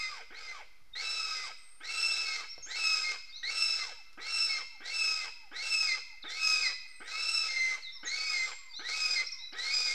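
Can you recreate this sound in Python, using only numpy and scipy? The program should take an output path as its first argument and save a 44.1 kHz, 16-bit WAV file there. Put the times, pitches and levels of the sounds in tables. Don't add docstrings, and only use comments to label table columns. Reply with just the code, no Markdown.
import sys
import numpy as np
from scipy import signal
from scipy.fft import rfft, irfft, next_fast_len
from scipy.io import wavfile
from scipy.ndimage import map_coordinates

SR = 44100
rng = np.random.default_rng(int(sys.argv[2]) if len(sys.argv) > 2 else 0)


def store_pcm(level_fs):
    pcm = np.round(np.clip(level_fs, -1, 1) * 32767).astype(np.int16)
    wavfile.write(sys.argv[1], SR, np.atleast_2d(pcm).T)


N = 438345
TIME = np.arange(N) / SR

# start, length, time until the voice catches, time until it breaks into
# the scream and length of the slack ending, all in seconds, then whistle, rasp and croak faders in dB.
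CALLS = [ (-.3, 0.53, .03, .08, 0.14, -46, -56.5, -54), (.305, 0.33, 0.04, 0.09, 0.11, -50, -60, -52),
         (0.952, 0.57, 0.00091, .064, 0.1, -39, -49.5, -68),
         (1.804, .65, 0.034, 0.11, 0.072, -43.5, -48.5, -57),
         (2.661, 0.51, 0.038, 0.12, 0.059, -41.5, -47.5, -58),
         (3.43, 0.5, 0.00086, 0.077, .135, -37, -48.5, -61),
         (4.175, 0.46, 0.029, 0.12, 0.06, -46.5, -50, -48),
         (4.804, 0.49, .04, 0.13, 0.073, -42.5, -48.5, -52),
         (5.514, 0.48, 0.038, 0.12, 0.047, -40.5, -47, -51),
         (6.24, .49, 0.045, 0.15, 0.055, -43.5, -45.5, -47.5),
         (7.003, 0.79, .06, 0.2, 0.07, -45.5, -48, -48.5),
         (8.031, .505, .032, 0.13, 0.073, -37.5, -47.5, -47.5),
         (8.792, 0.45, .056, .16, 0.044, -39, -45.5, -48.5),
         (9.525, 0.61, 0.047, 0.21, 0.068, -38.5, -45, -48.5)]
# frequency in Hz, relative level in dB.
THROAT_EQ = [(120, -34), (260, -13.5), (450, 0.5), (850, -1), (1040, 0), (1150, -34), (1260, 10),
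             (1500, 12.5), (1680, 5.5), (1880, -1), (2200, 12.5), (2900, -1), (3250, 6.5), (4000, -45)]


def screams(fade_db=16.5, brighten_db=9, dull_ends_db=4.5, shimmer_db=1.78):
    # start and end in seconds, first, middle and last pitch in Hz, fader in dB, place of the
    # crest from 0 to 1, swell up to it in dB, trims for the 4th and for the low odd harmonics in dB.
    cues = [ (-.1, 0.123, 1258, 1258, 1188, -42.5, 0.51, 6.4, 0.5, -2.5),
            (.37, .53, 1258, 1237, 1240, -55, .5, 7.4, 0.5, -2),
            (1.011, 1.463, 1327, 1298, 1235, -38, 0.18, 12, 2.5, 2),
            (1.889, 2.346, 1332, 1323, 1276, -31, 0.29, 11.6, -1.5, -1.5),
            (2.762, 3.103, 1321, 1280, 1258, -34, 0.34, 6.9, 2, -2.5),
            (3.503, 3.83, 1334, 1321, 1298, -34, 0.36, 7.4, 3, 0),
            (4.26, 4.573, 1351, 1329, 1302, -35.5, 0.4, 15.7, 4, 1),
            (4.908, 5.236, 1337, 1294, 1257, -32.5, 0.31, 10.6, 0.5, -5),
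            (5.625, 5.941, 1340, 1298, 1208, -31.5, 0.37, 11.7, 0, -7.5),
            (6.353, 6.687, 1285, 1269, 1228, -28.5, 0.38, 24.4, 0, -5.5),
            (7.116, 7.494, 1268, 1331, 1274, -34.5, 0.67, 9.3, 0.5, 0.5),
            (8.172, 8.433, 1284, 1254, 1249, -40.5, 0.4, 8.4, 1.5, -9),
            (8.941, 9.18, 1266, 1263, 1218, -36.5, 0.72, 4, 0.5, -7.5),
            (9.709, 9.996, 1238, 1229, 1210, -37, 0.13, 1.8, 6, -10.5)]
    # harmonic number, relative level in dB.
    overtones = [(5, -13), (6, -12), (7, -25.5), (8, -35.5), (9, -37.5), (10, -43)]
    # time in seconds, depth of the stutter in dB.
    cracking = [(7.5, 1), (8.2, 4), (9.0, 2.5), (9.9, 3)]
    out = np.zeros(N)
    waver = 1 + .003 * wobble(500) + .0025 * wobble(70) + .0015 * wobble(25)
    flutter_db = shimmer_db * wobble(160) + np.interp(TIME, *np.transpose(cracking)) * wobble(90)
    scatter = wobble(500)
    stumble = .48 * wobble(220)
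    sputter = amp(.93 * wobble(110))
    fray = .1 * wobble(400)
    for start, end, first_hz, middle_hz, last_hz, peak_db, crest, swell_db, fourth_db, odd_db in cues:
        span, gate, u = note(start, end, fade=.016)
        off_crest = np.interp(u, [0, crest, 1], [1, 0, 1]) ** 1.27
        db = peak_db - off_crest * np.where(u < crest, swell_db, fade_db)
        bright_db = fourth_db + brighten_db * (u - .5) + dull_ends_db * (arch(u) - .5)
        rough_radians = np.interp(db, [-44, -32], [.18, .07])
        odd_gain = amp(odd_db + np.clip((-38 - db) / 2, -4, 4))
        hz = glide(u, first_hz, middle_hz, last_hz) * waver[span]
        phase = phase_of(hz) + rough_radians * scatter[span]
        even = np.sin(2 * phase) + amp(bright_db) * np.sin(4 * phase)
        odd = amp(-10) * np.sin(phase + stumble[span]) + amp(-8) * np.sin(3 * phase + stumble[span])
        top = sum(amp(level) * np.sin(k * (phase + fray[span])) for k, level in overtones)
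        tone = even + odd_gain * odd + amp(bright_db / 2 - 2) * sputter[span] * top
        out[span] += np.sqrt(2) * gate * amp(db - 1 + flutter_db[span]) * tone
    return out


def opening_whistles(swell_db=7.5, dull_db=8.5):
    # pitch in Hz at the start, as the voice catches, midway up and at the break.
    sweep_hz = (1420, 1890, 2120, 2255)
    out = np.zeros(N)
    waver, scatter = 1 + .004 * wobble(300), .24 * wobble(600)
    flutter_db = 2 * wobble(140)
    for start, _, catch, rise, _, db, _, _ in CALLS:
        span, gate, u = note(start, start + rise, fade=.008)
        age = u * rise
        hz = np.interp(age, [0, catch, (catch + rise) / 2, rise], sweep_hz)
        climb = np.clip((age - catch) / (rise - catch), 0, 1)
        held = held_back(age, catch)
        phase = phase_of(hz * waver[span]) + scatter[span]
        tone = whistle_tone(phase, octave_db=7 - dull_db * climb - 14 * held)
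        envelope_db = db - 2.5 + swell_db * (climb - .5) - 4 * held
        out[span] += gate * amp(envelope_db + flutter_db[span]) * tone
    return out


def closing_whistles(swell_db=6, dull_db=8.5):
    # start and end in seconds, first, middle and last pitch in Hz, fader and octave trim in dB.
    cues = [ (0, 0.089, 2140, 2064, 2072, -38.5, -8), (0.439, 0.538, 2110, 2078, 2045, -46.5, -5),
            (1.35, 1.469, 2117, 2038, 2110, -43, -16), (2.25, 2.406, 2205, 2157, 2050, -40.5, 2),
            (3.03, 3.129, 2100, 2140, 2110, -37, -3), (3.79, 3.846, 2150, 2080, 2060, -40, 0),
            (4.49, 4.611, 2236, 2132, 2107, -37.5, -1.5), (5.187, 5.258, 2136, 2066, 2060, -44, -1.5),
            (5.87, 5.964, 2230, 2080, 2066, -32.5, -3.5), (6.629, 6.698, 2255, 2059, 1990, -32, 0.5),
            (7.486, 7.757, 2124, 2077, 2064, -32, -6), (8.133, 8.34, 2173, 2241, 2160, -43.5, 7.5),
            (8.327, 8.46, 2215, 2089, 2078, -32.5, -5), (9.157, 9.221, 2186, 2070, 2070, -31.5, -1.5),
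            (9.87, 9.948, 2180, 2130, 2260, -38, -12)]
    out = np.zeros(N)
    waver, scatter = 1 + .004 * wobble(300), .14 * wobble(600)
    flutter_db = 2 * wobble(140)
    for start, end, first_hz, middle_hz, last_hz, db, bright_db in cues:
        span, gate, u = note(start, end, fade=.0096)
        phase = phase_of(glide(u, first_hz, middle_hz, last_hz) * waver[span]) + scatter[span]
        tone = whistle_tone(phase, octave_db=bright_db - 4 - dull_db * (u - .5))
        out[span] += gate * amp(db + 1 + swell_db * (arch(u) - 1) + flutter_db[span]) * tone
    return out


def whistle_tone(phase, octave_db):
    core = np.sin(phase) + amp(octave_db) * np.sin(2 * phase)
    return core + amp(-17) * np.sin(3 * phase) + amp(-28) * np.sin(4 * phase)


def rasp(opening_db=6, throat_dip_db=2.5, close_s=.067):
    # frequency in Hz, relative level in dB.
    hiss_eq = [(2400, -29.5), (3250, -2.5), (3600, 6.5), (4600, 8), (5300, 9), (5800, 6.5), (6500, -3),
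               (7100, 0.5), (7900, -2.5), (8700, -12), (9400, -14.5), (10200, -23), (11600, -23.5),
               (14000, -42)]
    out = np.zeros(N)
    throat, hiss = noise(THROAT_EQ), noise(hiss_eq)
    flutter = amp(3 * wobble(250) + wobble(22))
    for start, length, catch, rise, _, _, db, _ in CALLS:
        span, gate, u = note(start, start + length, fade=.008)
        age = u * length
        attack_db = -20 * held_back(age, catch) - opening_db * np.maximum(1 - age / rise, 0)
        effort_db = db + attack_db + .5 * arch(u) ** 2
        hiss_gain = np.clip((length - age) / close_s, 0, 1) * amp(effort_db + 1)
        throat_gain = amp(-47 + .31 * (effort_db + 42) - throat_dip_db * arch(u))
        out[span] += gate * (throat_gain * throat[span] + hiss_gain * hiss[span])
    return out * flutter


def held_back(age, catch):
    crossfade_s = .008 + .35 * catch
    return 1 - np.clip((age - catch) / crossfade_s + .5, 0, 1)


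def slackening(level_db=-48, fade_db=11.5, full_drop_s=.1):
    # first, middle and last pitch in Hz.
    drop_hz = (1244, 1033, 485)
    out = np.zeros(N)
    waver = 1 + .008 * wobble(400)
    flutter_db = 2 * wobble(160)
    for start, length, _, _, slack, *_ in CALLS:
        span, gate, u = note(start + length - slack, start + length, fade=.016)
        reach = min(slack / full_drop_s, 1)
        phase = phase_of(glide(u * reach, *drop_hz) * waver[span])
        tone = np.sin(phase) + amp(-11) * np.sin(2 * phase) + amp(-12) * np.sin(3 * phase)
        out[span] += gate * amp(level_db - fade_db * u + flutter_db[span]) * tone
    return out


def croaks(length_s=.032, first_hz=250, last_hz=480):
    out = np.zeros(N)
    waver = 1 + .05 * wobble(300)
    for start, *_, db in CALLS:
        if start > 0:
            span, gate, u = note(start, start + length_s, fade=.00673)
            hz = first_hz + (last_hz - first_hz) * u
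            phase = phase_of(hz * waver[span])
            ring = sum(amp(along(THROAT_EQ, k * hz)) * np.sin(k * phase) for k in range(2, 7))
            buzz = amp(6) * np.sin(phase) + ring
            out[span] += gate * amp(db - 1) * buzz / buzz.std()
    return out


def squeaks():
    # start and end in seconds, middle pitch in Hz, level in dB.
    cues = [(3.942, 4.018, 890, -67), (4.674, 4.778, 925, -67), (5.35, 5.484, 906, -66.5),
            (6.037, 6.156, 950, -69), (6.75, 6.864, 1010, -74), (7.949, 8.017, 1054, -66.5),
            (8.582, 8.747, 1058, -65.5), (9.327, 9.43, 1040, -66)]
    bend = (1.07, 1, .83)
    out = np.zeros(N)
    waver = 1 + .0074 * wobble(440)
    for start, end, hz, db in cues:
        span, gate, u = note(start, end, fade=.0125)
        out[span] += gate * amp(db) * np.sin(phase_of(hz * glide(u, *bend) * waver[span]))
    return out


def twigs():
    # start in seconds, level in dB, centre frequency in Hz, seconds to die away by 60 dB.
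    ticks = [(.81, -71, 120, .15), (0.919, -70, 114, 0.23), (2.58, -44, 890, 0.012),
             (2.585, -61.5, 119, .12), (4.13, -54, 4940, .027)]
    out = np.zeros(N)
    for start, db, hz, t60 in ticks:
        age = np.maximum(TIME - start, 0)
        wood = noise([(hz / 8, -15), (hz, 0), (hz * 3, -30), (hz * 20, -70)])
        out += (age > 0) * amp(db - 60 * age / t60) * wood
    return out


def songbirds(swell_db=6):
    # start and end in seconds, first, middle and last pitch in Hz, fader in dB.
    cues = [ (0.935, .95, 3660, 3740, 3690, -40), (1.418, 1.482, 7450, 7960, 8300, -60),
            (1.575, 1.806, 8160, 8400, 8920, -63), (2.097, 2.164, 3250, 3690, 4060, -46),
            (2.482, 2.552, 5130, 5480, 5080, -46.5), (2.625, 2.665, 6800, 6350, 7200, -43.5),
            (2.673, 2.74, 7300, 7370, 7160, -54.5), (3.29, 3.33, 4600, 4700, 4400, -54.5),
            (3.326, 3.388, 3600, 3950, 4470, -46), (3.338, 3.414, 5100, 5970, 6220, -57.5),
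            (6.225, 6.244, 4800, 3690, 3620, -45), (6.255, 6.3, 3800, 3600, 3460, -43.5),
            (6.876, 7.097, 8630, 8180, 8130, -63), (7.823, 7.902, 4500, 3830, 3600, -44),
            (7.92, 7.981, 5340, 5420, 5000, -47.5), (8.052, 8.103, 7150, 6320, 7200, -42),
            (8.28, 8.601, 7590, 7390, 7520, -52), (8.691, 8.753, 4800, 4630, 4400, -51.5),
            (8.735, 8.802, 3510, 3980, 4320, -43.5), (8.746, 8.809, 5140, 5940, 6020, -53.5),
            (9.266, 9.28, 5650, 5340, 5030, -34.5), (9.317, 9.34, 5950, 5400, 5040, -38.5),
            (9.387, 9.484, 3670, 3960, 3880, -46), (9.527, 9.539, 5600, 4650, 3230, -46)]
    out = np.zeros(N)
    waver = 1 + .008 * wobble(300)
    flutter_db = wobble(120)
    for start, end, first_hz, middle_hz, last_hz, db in cues:
        span, gate, u = note(start, end, fade=.013)
        phase = phase_of(glide(u, first_hz, middle_hz, last_hz) * waver[span])
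        out[span] += gate * amp(db + 3 + swell_db * (arch(u) - 1) + flutter_db[span]) * np.sin(phase)
    return out


def forest_echo(x, tail_send_db, near_db, near_t60=.16, bloom_s=.019):
    # frequency in Hz, relative level in dB.
    tail_eq = [(200, -32), (800, -12), (1400, -15), (2200, -0.5), (5000, 2.5), (8000, 5), (13000, -5)]
    # frequency in Hz, seconds to die away by 60 dB.
    tail_t60 = [(200, 0.28), (1000, 2.45), (2200, 0.98), (5000, 0.74), (8000, 0.52), (13000, 0.62)]
    hz, t, bands = signal.stft(rng.standard_normal(2 * SR), SR, nperseg=256)
    decay_db = along(tail_eq, hz)[:, None] - 60 * t / along(tail_t60, hz)[:, None]
    tail = signal.istft(bands * amp(decay_db) * (1 - np.exp(-t / bloom_s)), SR, nperseg=256)[1]
    near = rng.standard_normal(len(tail)) * amp(-60 * TIME[:len(tail)] / near_t60)
    trunks = amp(tail_send_db) / 2 * tail / np.linalg.norm(tail)
    branches = amp(near_db) * near / np.linalg.norm(near)
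    return signal.fftconvolve(x, trunks + branches)[:N]


def still_air(level_db=-66):
    # frequency in Hz, relative level in dB.
    air_eq = [(10, -1), (30, -5), (48, -9.5), (70, -26), (110, -31), (300, -27), (600, -31.5), (1200, -27),
              (3000, -35), (5000, -28), (7000, -38.5), (14000, -40)]
    return amp(level_db) * noise(air_eq)


def amp(db):
    return 10 ** (np.asarray(db) / 20)


def along(points, hz):
    knots_hz, values = np.transpose(points)
    return np.interp(np.log(hz + 1), np.log(knots_hz + 1), values)


def filtered(x, response):
    size = next_fast_len(N + SR // 2)
    return irfft(rfft(x, size) * response(np.fft.rfftfreq(size, 1 / SR)), size)[:N]


def noise(eq):
    x = filtered(rng.standard_normal(N), lambda hz: amp(along(eq, hz)))
    return x / x.std()


def wobble(rate):
    return map_coordinates(rng.standard_normal(N // 4), [TIME * rate], mode="wrap")


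def note(start, end, fade):
    span = slice(max(int((start - fade / 2) * SR), 0), max(int((end + fade / 2) * SR), 0))
    t = TIME[span]
    ramp = np.clip(np.minimum(t - start, end - t) / fade + .5, 0, 1)
    return span, np.sin(ramp * np.pi / 2) ** 2, np.clip((t - start) / (end - start), 0, 1)


def phase_of(hz):
    return 2 * np.pi * np.cumsum(hz) / SR


def glide(u, first, middle, last):
    return first + (last - first) * u + (2 * middle - first - last) * 2 * u * (1 - u)


def arch(u):
    return np.sin(np.pi * u)


def scene():
    voice = croaks() + opening_whistles() + screams() + closing_whistles() + slackening()
    nest = voice + rasp() + squeaks() + twigs()
    song = songbirds()
    air = still_air()
    nest_echo = forest_echo(nest, tail_send_db=-5, near_db=-4)
    song_echo = forest_echo(song, tail_send_db=-2, near_db=-6)
    return (nest + nest_echo + song + song_echo + air)[None]


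def record(dry):
    top_hz, offset = 13950, .0033
    return filtered(dry[0], lambda hz: hz < top_hz)[None] + offset


dry = scene()
out = record(dry)
store_pcm(out)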